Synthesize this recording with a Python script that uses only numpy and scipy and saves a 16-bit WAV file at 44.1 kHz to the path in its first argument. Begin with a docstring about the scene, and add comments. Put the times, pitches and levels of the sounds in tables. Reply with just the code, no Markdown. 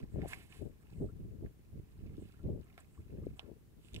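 """A pebbly lakeshore, heard up close through a microphone with two ports, open to the wind.
In the first half second someone in sandals steps on the shore: grit crunches, stones clack together.
Then ripples lap and bubble faintly at the water's edge, with an odd knock and a light scuff.
In the last second and a half the person picks among the stones, which clack again.
All the way through, gusts buffet the ports with rumble and thumps, over faint air and microphone hiss."""
import sys
import numpy as np
from scipy import signal
from scipy.fft import rfft, irfft
from scipy.io import wavfile
from scipy.ndimage import uniform_filter1d

SR = 44100
rng = np.random.default_rng(int(sys.argv[2]) if len(sys.argv) > 2 else 0)


def unload_wav(signal):
    """Save mono or channel-first audio to the path in sys.argv[1] as 16-bit WAV at rate SR, clipped to [-1, 1]."""
    wavfile.write(
        sys.argv[1],
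        SR,
        np.round(np.clip(np.atleast_2d(signal).T, -1, 1) * 32767).astype(np.int16),
    )


N = 176400
TIME = np.arange(N) / SR

# stone meets stone: start_s, level_db, pitch_hz, brightness_db
STONE_CLACKS = [(0.218, -36.5, 1880, -17), (0.3318, -27, 1620, -17.5), (0.3338, -24.5, 2170, -16),
                (0.5249, -37, 2470, -22), (1.462, -44.5, 1700, -22), (2.778, -47.5, 1264, 4),
                (3.3934, -32, 856, -24), (3.3937, -39.5, 2905, -10.5), (3.3941, -27.5, 3120, -23.5),
                (3.848, -52.5, 2830, -16), (3.885, -47.5, 2620, -20), (3.934, -65.5, 3500, 15.5),
                (3.944, -39.5, 3610, -3), (3.9493, -53, 3100, 10), (3.9628, -33.5, 2870, -8.5)]
# the modes a pebble rings with: pitch_ratio, level_db, t60_s, brightness_share
PEBBLE_MODES = [(.2, -15, 0.0022, 0), (.36, -34, 0.006, 0), (.74, 2.5, 0.0028, 1), (1, 6.5, 0.0052, 0.39),
                (1.27, -4.5, 0.0029, 0.049), (1.95, -3, 0.0051, 0.96), (2.65, -10, 0.0079, 1),
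                (3.6, -4, 0.0019, 1)]
# a sole or hand drags through grit; the very short row at 2.779 s is instead the sharp crack of the stone knock
# there: peak_s, rise_s, fall_s, crunch_db, hiss_db, crunch_hz
GRIT_SCUFFS = [(0.225, 0.034, 0.077, -66, -79.5, 1720), (0.283, 0.0035, 0.012, -69, -58.5, 2170),
               (0.33, 0.015, 0.013, -53.5, -61.5, 1800), (0.406, 0.032, 0.024, -65, -68, 2190),
               (0.526, 0.0094, 0.035, -65.5, -97, 1830), (0.567, 0.034, 0.037, -72, -70.5, 2600),
               (2.26, 0.075, 0.084, -78.5, -82.5, 2900), (2.7792, 0.00016, 0.0011, -52.5, -68, 1240),
               (2.786, 0.0023, 0.015, -64, -71, 1480), (3.399, 0.012, 0.043, -73, -100, 1130),
               (3.86, 0.029, 0.063, -75, -78, 2940), (3.95, 0.0057, 0.053, -69.5, -78, 3150)]
# spectrum of scuffed sand: frequency_hz, level_db
SAND_SPECTRUM = [(1000, -63), (2500, -50), (4000, 12.5), (5200, 5), (6600, 10.5), (8000, 16), (9200, 12),
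                 (11000, 15), (13000, 10), (16000, -16)]
# loose sand shifts, from single ticks to longer rustles: middle_s, half_length_s, level_db
SAND_SHIFTS = [(0.135, 0.025, -80), (0.515, 0.015, -73), (0.82, 0.01, -81), (1.0, 0.07, -80.5),
               (1.91, 0.002, -76.5), (2.215, 0.018, -76.5), (2.644, 0.001, -72), (2.805, 0.004, -65.5),
               (2.95, 0.045, -81), (3.255, 0.0016, -74), (3.377, 0.012, -75.5), (3.868, 0.028, -76)]
# rise and fall of the lapping at the water's edge: time_s, level_db
LAPPING_LEVELS = [(0, -64.5), (.1, -82), (.75, -83), (.9, -74), (1.15, -83.5), (1.65, -84.5), (2.05, -77.5),
                  (2.3, -74.5), (2.55, -83.5), (2.68, -74), (2.87, -81), (3.3, -77), (3.65, -94),
                  (4, -71.5)]
# tone of the ripples' fizz: frequency_hz, gain_db
RIPPLE_TONE = [(500, -0.5), (900, -0.5), (2600, 1), (3500, -9.5), (5000, 0)]
# bubbles at the water's edge: start_s, level_db, start_pitch_hz
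EDGE_BUBBLES = [(0.233, -46, 742), (0.248, -42, 603), (1.088, -59, 1270), (2.341, -64, 1405),
                (2.393, -64, 1334), (2.976, -60.5, 1070), (3.231, -62, 1140)]
# gusts on the microphone: middle_s, half_length_s, left_db, right_db, extra_flutter_db
PORT_GUSTS = [(0.0, 0.034, -40, -38.5, -9.5), (0.196, 0.038, -33.5, -39, -4), (0.334, 0.08, -54, -56, -7),
              (0.643, 0.034, -39, -52, 1), (0.958, 0.024, -43.5, -48, -19), (1.034, 0.027, -37, -37, -1.5),
              (1.103, 0.11, -47, -53, -15.5), (1.238, 0.045, -44.5, -43.5, -15),
              (1.344, 0.036, -44.5, -54, -8), (1.443, 0.027, -41.5, -44, -2.5),
              (1.773, .036, -45, -45, -14), (2.066, 0.061, -47, -43.5, -16),
              (2.206, 0.051, -49.5, -44.5, -7), (2.49, 0.034, -34.5, -35.5, -2),
              (2.56, 0.036, -40.5, -47.5, -2.5), (3.005, 0.014, -46, -47, -15),
              (3.175, 0.054, -42.5, -47, -2.5), (3.279, 0.047, -44.5, -44.5, -16),
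              (3.491, 0.042, -49.5, -78, 8.5), (3.779, 0.011, -51.5, -90, 1.5),
              (3.963, 0.02, -42, -43.5, -6)]
# spectrum of wind on a port: frequency_hz, level_db
WIND_SPECTRUM = [(25, -7.5), (65, 3), (150, -1.5), (230, -6.5), (400, -6), (560, -18), (800, -35.5),
                 (2000, -86)]
# single eddies thump the ports: start_s, left_db, right_db, pitch_hz, length_cycles
PORT_EDDIES = [(0.159, -27.5, -66, 330, 0.94), (0.258, -27, -46, 414, 0.97), (1.0087, -25, -42, 188, 1.05),
               (1.017, -55, -32.5, 405.5, 13), (2.179, -34, -68, 316, 2.5), (3.2665, -26, -38.5, 377, 2)]
# spectrum of still air and microphone hiss: frequency_hz, level_db
AIR_SPECTRUM = [(100, 11.5), (900, 6.5), (2600, 1.5), (5000, -2.5), (8200, -1.96), (16000, 0)]
# how the two ports colour sound from the shore: frequency_hz, left_minus_right_db
PORT_BALANCE = [(500, 0), (2000, -6.5), (3400, -13), (4300, -9.5), (5600, 20), (6700, -6), (8000, -4.5),
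                (9200, -24), (12500, -9), (15000, -21)]

GRAINS_PER_S, GRAIN_SPREAD_DB = 4100, 3.5
GRIT_HZ, GRIT_WIDTH_HZ = 8200, 1300


def clacks(contact_s=0.00018, crack_db=-10.5, crack_t60_s=0.0056, overtone_spread=0.027):
    """Each knock cracks at the contact and briefly rings a pebble with overtones of its own."""
    out, t = np.zeros(N), TIME[:SR // 20]
    contact = 1 - np.exp(-t / contact_s)  # the two stones press together
    for start_s, level_db, pitch_hz, bright_db in STONE_CLACKS:
        stretch = 1 + overtone_spread * rng.uniform(-1, 1, len(PEBBLE_MODES))
        ring = np.zeros(len(t))
        for k, (ratio, mode_db, t60_s, share) in enumerate(PEBBLE_MODES):
            decay = from_db(level_db + mode_db + share * bright_db - 60 * t / t60_s)
            ring += (-1) ** k * decay * np.sin(2 * np.pi * pitch_hz * ratio ** stretch[k] * t)
        crack = resonance(rng.standard_normal(len(t)), GRIT_HZ, 2 * GRIT_WIDTH_HZ)
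        crack = rms_one(resonance(crack, GRIT_HZ, width_hz=GRIT_HZ))
        crack *= from_db(level_db + bright_db + crack_db - 60 * t / crack_t60_s)
        add(out, start_s, contact * (ring + crack))
    return out


def scuffs(crunch_width_hz=1200, bed_hz=686, clump_db=2.5):
    """Dense tiny slips: gravel crunches over its packed bed, crushed grains crackle, sand hisses."""
    slips = rms_one(grains(GRAINS_PER_S)) + rng.standard_normal(N)
    sand = rms_one(grains(GRAINS_PER_S)) + rng.standard_normal(N)
    clumps = from_db(clump_db * drift(per_s=43))  # sand gives way in small bursts
    hiss = colour(sand * clumps, SAND_SPECTRUM)
    bed = from_db(-1) * rms_one(double_resonance(sand, bed_hz, width_hz=840))
    crackle = from_db(-19) * rms_one(resonance(grains(GRAINS_PER_S), 14000, 2 * crunch_width_hz))
    out = np.zeros(N)
    for peak_s, rise_s, fall_s, crunch_db, hiss_db, crunch_hz in GRIT_SCUFFS:
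        slope_s = np.where(TIME < peak_s, rise_s, fall_s)
        push = np.exp(-np.abs((TIME - peak_s) / slope_s) ** 1.22 / 2)
        crunch = rms_one(double_resonance(slips, crunch_hz, crunch_width_hz))
        coarseness = (2 * bed_hz / crunch_hz) ** 2  # coarse gravel shakes the bed more
        gravel = crunch + coarseness * bed + crackle
        out += push * (from_db(crunch_db) * gravel + from_db(hiss_db) * hiss)
    return out


def grit():
    """Dry sand trickles and ticks between the stones, each grain ringing briefly at a high pitch."""
    pitches = GRIT_HZ * 2 ** np.linspace(-0.12, 0.12, 5)
    trickle = sum(double_resonance(grains(GRAINS_PER_S / len(pitches)), hz, GRIT_WIDTH_HZ)
                  for hz in pitches)
    shifts = sum(from_db(level_db) * np.exp(-((TIME - middle_s) / half_s) ** 2 / 2)
                 for middle_s, half_s, level_db in SAND_SHIFTS)
    return evened(trickle, size=SR // 100) * shifts


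def ripples(droplets_per_s=900, droplet_cycles=21.3):
    """Ripples fizz with small ringing droplets as they lap at the shore."""
    pitches = np.geomspace(600, 4000, 18)
    fizz = sum(resonance(grains(droplets_per_s / len(pitches)), hz, 2 * hz / droplet_cycles)
               for hz in pitches)
    lapping = from_db(np.interp(TIME, *np.transpose(LAPPING_LEVELS)))
    return colour(fizz, RIPPLE_TONE) * lapping


def bubbles(attack_s=0.0008, t60_s=0.075, wobble_db=5.5):
    """Larger bubbles ring unevenly at the surface and rise in pitch as they die."""
    out, t = np.zeros(N), TIME[:SR // 10]
    for start_s, level_db, pitch_hz in EDGE_BUBBLES:
        life = from_db(level_db - 60 * t / t60_s) * (1 - np.exp(-t / attack_s))
        wobble = evened(from_db(wobble_db * drift(per_s=77)[:len(t)]), size=SR // 50)
        rise_per_s = rng.uniform(0.75, 9.95)
        tone = np.sin(2 * np.pi * pitch_hz * t * (1 + rise_per_s * t / 2))
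        add(out, start_s, life * wobble * tone)
    return out


def wind(rumble_hz=108.3, shared_power=0.24, lump_db=6.5, trim_db=-2):
    """Lumpy turbulence, partly shared by the two ports, swells in half-octave bands with each gust."""
    out, edges = np.zeros((2, N)), 20 * 2 ** np.arange(0, 6.6, .5)
    white = rng.standard_normal((2, 3, N))  # neighbouring bands use separate noise
    lumps_db = lump_db * np.array([drift(per_s=57), drift(per_s=57)])
    for k, (low, high) in enumerate(zip(edges, edges[1:])):
        hz = np.sqrt(low * high)
        shared, own = white[k % 2, 0], white[k % 2, 1:]
        turbulence = np.sqrt(shared_power) * shared + np.sqrt(1 - shared_power) * own
        bandpass = signal.butter(4, [low, high], "band", fs=SR, output="sos")
        band = rms_one(signal.sosfilt(bandpass, turbulence))
        band = evened(band * from_db(lumps_db * hz / (hz + rumble_hz)), size=SR // 16)
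        band_gain = from_db(trim_db + at_hz(WIND_SPECTRUM, hz)) * np.sqrt((high - low) / rumble_hz)
        out += band * band_gain * gusts(hz, rumble_hz)
    return out


def gusts(hz, rumble_hz, flutter_hz=331.5, breeze_db=-61, breeze_flutter_db=-8.5):
    """One wind band's gain at each port: gusts over a breeze; the rumble comes sooner and lingers."""
    t = TIME[::50]
    flutter = 1 / (1 + (flutter_hz / hz) ** 4)  # 0 in the rumble, 1 well above it
    linger = 1 + 0.89 / (1 + (hz / rumble_hz) ** 2)
    power = from_db(breeze_db + flutter * breeze_flutter_db) ** 2
    for middle_s, half_s, left_db, right_db, flutter_db in PORT_GUSTS:
        swell = 1 / (1 + np.abs((t - middle_s) / (half_s * linger)) ** 3.5)
        strength = from_db(np.array([[left_db], [right_db]]) + flutter * flutter_db)
        power = power + (strength * swell) ** 2 / linger
    return np.array([np.interp(TIME, t, np.sqrt(port)) for port in power])


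def eddies():
    """A small eddy hits the ports with one swing of pressure or a short run of them."""
    out, t = np.zeros((2, N)), TIME[:SR // 10]
    for start_s, left_db, right_db, pitch_hz, cycles in PORT_EDDIES:
        age = t * pitch_hz / cycles
        swell = (2 * age) ** 4 * np.exp(4 - 8 * age)
        add(out, start_s, from_db([[left_db], [right_db]]) * swell * np.sin(2 * np.pi * pitch_hz * t))
    return out


def still_air(level_db=-74):
    """Steady air and microphone hiss, separate in each port."""
    return from_db(level_db) * colour(rng.standard_normal((2, N)), AIR_SPECTRUM)


def pebble_echoes(x, level_db=-6, t60_s=0.033):
    """Sound scatters off the surrounding pebbles and reaches each port by different paths."""
    t = TIME[:SR // 10]
    echoes = rng.standard_normal((2, len(t))) * from_db(-60 * t / t60_s) * (t > .001)
    echoes /= np.linalg.norm(echoes, axis=1, keepdims=True)
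    return x + from_db(level_db) * signal.fftconvolve(x[None], echoes, axes=1)[:, :N]


def ports(x, left_lag_s=0.00012, turn_rad=0.72, turn_hz=1500):
    """Shore sound reaches the left port later; each port colours it and the housing turns its phase."""
    hz = np.arange(N // 2 + 1) * SR / N
    balance = from_db(at_hz(PORT_BALANCE, hz))
    housing_turn = turn_rad * np.exp(-2 * np.log((hz + 1) / turn_hz) ** 2)
    phase = 2 * np.pi * hz * left_lag_s + housing_turn
    pair = np.array([balance * np.exp(-1j * phase), np.ones(len(hz))])
    return irfft(rfft(x) * pair * np.sqrt(2 / (1 + balance ** 2)), N)


def from_db(db):
    """Decibels to gain."""
    return 10 ** (np.asarray(db) / 20)


def rms_one(x):
    """Scale to unit power."""
    return x / np.sqrt(np.mean(x ** 2) + 1e-20)


def evened(x, size):
    """Unit power over every stretch of size samples; faster unevenness stays."""
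    return x / np.sqrt(np.abs(uniform_filter1d(x ** 2, size, axis=-1)) + 1e-12)


def at_hz(points, hz):
    """Read a spectrum on a log-frequency axis."""
    point_hz, point_db = np.transpose(points)
    return np.interp(np.log(hz + 1), np.log(point_hz), point_db)


def colour(x, points):
    """Shape a signal with a smooth spectrum; unit power."""
    hz = np.arange(N // 2 + 1) * SR / N
    return rms_one(irfft(rfft(x) * from_db(at_hz(points, hz)), N))


def drift(per_s):
    """A smooth random wander of spread 1."""
    step, settle = 40, 2000
    pole = np.exp(-2 * np.pi * per_s * step / SR)
    noise = rng.standard_normal(N // step + settle + 2)
    slow = signal.lfilter([1], [1, -2 * pole, pole * pole], noise)[settle:]
    return np.interp(np.arange(N) / step, np.arange(len(slow)), rms_one(slow))


def grains(per_s):
    """Random clicks of uneven size."""
    sizes = from_db(GRAIN_SPREAD_DB * np.minimum(rng.exponential(1, N), 4))
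    return (rng.random(N) < per_s / SR) * sizes * rng.choice([-1, 1], N)


def resonance(x, hz, width_hz):
    """One resonance, gain 1 at its peak."""
    r = np.exp(-np.pi * width_hz / SR)
    feedback = [1, -2 * r * np.cos(2 * np.pi * hz / SR), r * r]
    return signal.lfilter(np.array([1, 0, -1]) * (1 - r * r) / 2, feedback, x + 1e-18)


def double_resonance(x, hz, width_hz):
    """A resonance followed by one twice as wide, for steeper flanks."""
    return resonance(resonance(x, hz, width_hz), hz, 2 * width_hz)


def add(out, start_s, sound):
    """Mix a sound in at a time."""
    i = int(start_s * SR)
    out[..., i:i + sound.shape[-1]] += sound[..., :N - i]


def scene():
    """Stones and water on the shore, wind right on the microphone, still air behind."""
    air = still_air()
    shore = scuffs() + clacks() + ripples() + bubbles() + grit()
    return ports(pebble_echoes(shore)) + wind() + eddies() + air


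def record(dry):
    """The recorder cuts the top of the treble steeply."""
    lowpass = signal.firwin(401, cutoff=15720, fs=SR)
    return signal.fftconvolve(dry, lowpass[None], mode="same", axes=1)


dry = scene()
out = record(dry)
unload_wav(out)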